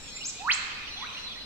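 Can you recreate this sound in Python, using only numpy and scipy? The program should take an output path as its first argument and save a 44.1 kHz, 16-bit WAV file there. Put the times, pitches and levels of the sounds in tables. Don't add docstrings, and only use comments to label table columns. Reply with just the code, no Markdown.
import sys
import numpy as np
from scipy import signal
from scipy.fft import rfft, irfft, next_fast_len
from scipy.io import wavfile
from scipy.ndimage import uniform_filter1d, map_coordinates

SR = 44100
rng = np.random.default_rng(int(sys.argv[2]) if len(sys.argv) > 2 else 0)


def materialize(psi):
    bounded = np.clip(np.atleast_2d(psi).T, -1, 1)
    quanta = np.round(bounded * 32767).astype(np.int16)
    wavfile.write(sys.argv[1], SR, quanta)


N = 63945
TIME = np.arange(N) / SR
MICS = np.array([[-.5], [.5]])


def amp(db):
    return 10 ** (np.asarray(db) / 20)


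def unit(x):
    return x / np.sqrt(np.mean(x ** 2) + 1e-20)


def along(points, hz):
    freqs, values = np.transpose(points)
    return np.interp(np.log(hz + 1), np.log(freqs + 1), values)


def wobble(rate):
    return map_coordinates(rng.standard_normal(int(N * rate / SR) + 4), [TIME * rate])


def filtered(x, response):
    size = next_fast_len(N + SR // 2)
    return irfft(rfft(x, size) * response(np.fft.rfftfreq(size, 1 / SR)), size)[..., :N]


def rush(spectrum, patchy_db):
    # frequency in Hz, correlation between the two microphones.
    likeness = [(25, 0.1), (80, .65), (300, .7), (1000, 0.66), (3000, 0), (12000, 0)]
    cells = signal.stft(rng.standard_normal((2, N)), nperseg=512)[2]
    patches = uniform_filter1d(rng.standard_normal(cells.shape[1:]), size=4, axis=0)
    patches = unit(uniform_filter1d(patches, size=10, axis=1))
    pair = signal.istft(cells * amp(patchy_db * patches), nperseg=512)[1][:, :N]

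    def mid_and_side(hz):
        width = np.arccos(along(likeness, hz)) / 2
        return amp(along(spectrum, hz)) * [np.cos(width), np.sin(width)]

    mid, side = filtered(pair, mid_and_side)
    return unit(np.array([mid + side, mid - side]))


def background():
    # frequency in Hz, relative noise density in dB.
    murmur_spectrum = [(20, 1.5), (60, -2), (130, -7.5), (260, -6.5), (350, -12.5), (520, -10.5),
                       (700, -14), (1500, -14), (3000, -44), (8000, -29.5), (15000, -39)]
    insect_spectrum = [(300, -65), (1700, -12), (2450, -1.5), (3000, -5.5), (4150, 1.5), (4900, -8.5),
                       (6000, -11), (7000, -25.5), (8500, -27), (16000, -66)]
    buzz_spectrum = [(300, -80), (5800, -28), (6700, 5.5), (7700, 3.5), (8400, -9), (16000, -49)]
    # time in seconds, level of the insects in dB.
    insect_level = [(0, -47), (.7, -43.5), (1, -43.5), (1.18, -40.5), (1.45, -45.5)]
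    buzz_end_s, buzz_fade_s = 0.55, 0.25
    haze = amp(np.interp(TIME, *np.transpose(insect_level))) * rush(insect_spectrum, patchy_db=3.5)
    fade = np.clip((buzz_end_s - TIME) / buzz_fade_s, 0, 1)
    buzz = amp(-51.5) * fade * rush(buzz_spectrum, patchy_db=3)
    murmur = amp(-50.5) * rush(murmur_spectrum, patchy_db=0)
    return murmur + haze + buzz


def forest(x):
    # frequency in Hz, seconds for the far ring to fall 60 dB.
    far_t60 = [(700, 1.74), (1500, 1.44), (2800, 1.54), (5000, 0.98), (8000, 0.64)]
    # frequency in Hz, gain of the reverberation in dB.
    colour = [(600, 1), (1200, 3), (2500, 0.5), (4000, 0), (5500, -0.5), (7500, 1)]
    near_db, near_t60_s, build_s, right_db = 11.5, 0.088, 0.0043, 2.5
    hz, t, cells = signal.stft(rng.standard_normal((2, int(1.2 * SR))), SR, nperseg=256)
    trunks = amp(-60 * t / along(far_t60, hz)[:, None])
    foliage = amp(near_db - 60 * t / near_t60_s)
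    envelope = np.hypot(trunks, foliage) * (1 - np.exp(-t / build_s))
    tail = signal.istft(cells * envelope, SR, nperseg=256)[1]
    wet = signal.fftconvolve(x[None], tail / np.linalg.norm(tail[0]), axes=1)[:, :N]
    return filtered(wet, lambda f: amp(along(colour, f))) * amp(right_db * MICS)


def placed(x, right_lead_ms, right_db, wet_db):
    direct = filtered(x, lambda hz: np.exp(2j * np.pi * hz * MICS * right_lead_ms / 1000))
    return direct * amp(right_db * MICS) + amp(wet_db) * forest(x)


def syrinx(hz, gain):
    phase = 2 * np.pi * np.cumsum(hz) / SR
    harmonic_db = {1: 0, 2: -41, 3: -50}
    tone = sum(amp(db) * np.sin(k * phase) * (k * hz < SR / 2) for k, db in harmonic_db.items())
    return np.sqrt(2) * gain * tone


def notes(rows, waver, flutter_db):
    fade_share = .25
    song = np.zeros(N)
    for start, length, first, middle, last, db in rows:
        progress = np.clip((TIME - start) / length, 0, 1)
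        hz = np.polyval(np.polyfit([0, .5, 1], [first, middle, last], 2), progress)
        ramp = np.clip(np.minimum(progress, 1 - progress) / fade_share, 0, 1)
        fade = np.sin(np.pi / 2 * ramp) ** 2
        song += syrinx(hz * (1 + waver * wobble(150)), fade * amp(db + flutter_db * wobble(70.8)))
    return song


def far_birds():
    # start and length in seconds, first, middle and last pitch in Hz, level in dB.
    whistles = [(-.03, 0.27, 5434, 5400, 5390, -52), (.14, 0.23, 5385, 5400, 5380, -48.5),
                (-.01, .08, 7800, 7650, 7400, -53.5), (.06, 0.06, 7400, 6650, 6150, -53),
                (.15, 0.038, 7250, 7290, 7170, -43), (.178, 0.067, 6970, 7080, 7300, -53),
                (0, .47, 2437, 2450, 2430, -55), (.755, 0.1, 2490, 2420, 2430, -47.5),
                (.895, 0.04, 2408, 2418, 2420, -51), (.898, 0.099, 4300, 4050, 4020, -45),
                (.85, 0.19, 5820, 5930, 5950, -57), (1.11, 0.14, 6100, 5760, 5820, -55.5),
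                (1.12, 0.11, 4020, 3983, 4060, -46.5), (1.215, 0.099, 4107, 4020, 4060, -42),
                (1.27, 0.1, 3535, 3400, 3470, -48), (1.31, 0.064, 5920, 5560, 5800, -58),
                (1.33, 0.16, 4050, 4040, 4020, -48.5)]
    return placed(notes(whistles, waver=.005, flutter_db=3), right_lead_ms=.12, right_db=-1.5, wet_db=-4)


def sweep(rows, waver, flutter_db=1.3):
    times, hz, db = np.transpose(rows)
    pitch = np.exp(uniform_filter1d(np.interp(TIME, times, np.log(hz)), size=220))
    sounding = (TIME > times[0]) * (TIME < times[-1])
    gain = uniform_filter1d(amp(np.interp(TIME, times, db)) * sounding, size=130)
    return syrinx(pitch * (1 + waver * wobble(500)), gain * amp(flutter_db * wobble(250)))


def whip_crack():
    # time in seconds, pitch in Hz, level in dB.
    glide = [(.385, 670, -65), (.41, 751.4, -41.5), (.44, 875.5, -43.5), (.46, 1000, -35.5),
             (.47, 1115, -33), (.48, 1309, -29), (.493, 1828, -24.5), (.505, 2545, -22),
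             (.513, 3220, -24.5), (.52, 4450, -24.5), (.53, 6140, -29.5), (.541, 7350, -30.5),
             (.55, 7900, -35.5), (.564, 8040, -59)]
    crack_s, rattle_hz, rattle_depth, spread_s = .5055, 149, .7, .019
    t = TIME - crack_s
    rattle = 1 + rattle_depth * np.exp(-(t / spread_s) ** 2) * np.cos(2 * np.pi * rattle_hz * t)
    return rattle * sweep(glide, waver=.0045)


def lyrebird():
    # time in seconds, pitch in Hz, level in dB.
    squeak = [(.226, 3200, -47), (.24, 4550, -41), (.254, 6000, -37), (.259, 6480, -32.5),
              (.278, 7950, -37.5), (.288, 7250, -35), (.296, 5950, -34.5), (.305, 4500, -52)]
    rise = [(.96, 690, -57), (.99, 810, -50), (1.01, 920, -54), (1.026, 1030, -41), (1.04, 1230, -43),
            (1.049, 1460, -39), (1.054, 1700, -53), (1.062, 2150, -50), (1.071, 2550, -41),
            (1.087, 3600, -57)]
    # start and length in seconds, first, middle and last pitch in Hz, level in dB.
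    chirps = [(.125, 0.079, 2065, 2030, 2260, -55), (.165, 0.018, 2424, 2503, 2600, -43.5),
              (.203, 0.034, 2280, 2932, 2260, -41), (.395, 0.032, 2500, 2643, 2230, -44.5),
              (.415, 0.022, 4340, 3920, 3400, -65), (.595, 0.022, 1502, 2010, 2900, -39.5),
              (.698, .028, 3650, 2960, 2300, -43), (.866, 0.038, 2277, 3060, 2050, -41),
              (.965, 0.03, 3690, 3350, 3650, -40.5), (.994, .026, 3630, 2724, 1902, -43),
              (1.015, 0.062, 2051, 1975, 2840, -47.5), (1.008, 0.03, 3650, 3430, 3400, -36.5),
              (1.145, 0.019, 2170, 2424, 2580, -44.5), (1.164, 0.025, 2500, 2843, 2500, -40.5),
              (1.315, 0.029, 3350, 3150, 2240, -44.5), (1.347, 0.059, 2122, 1957, 3130, -52.5)]
    # frequency in Hz, gain in dB.
    air = [(8500, 0), (12000, 12), (15500, -11)]
    calls = placed(whip_crack(), right_lead_ms=.089, right_db=4.5, wet_db=-3.5)
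    calls += placed(sweep(squeak, waver=.013), right_lead_ms=.15, right_db=-2, wet_db=-.59)
    calls += placed(sweep(rise, waver=.0045), right_lead_ms=-.017, right_db=.5, wet_db=-1.5)
    calls += placed(notes(chirps, waver=.004, flutter_db=1.3), right_lead_ms=.11, right_db=4, wet_db=-8)
    return filtered(calls, lambda hz: amp(along(air, hz)))


def scene():
    return lyrebird() + far_birds() + background()


def record(dry):
    top_hz = 15700
    return filtered(dry, lambda hz: hz < top_hz)


dry = scene()
out = record(dry)
materialize(out)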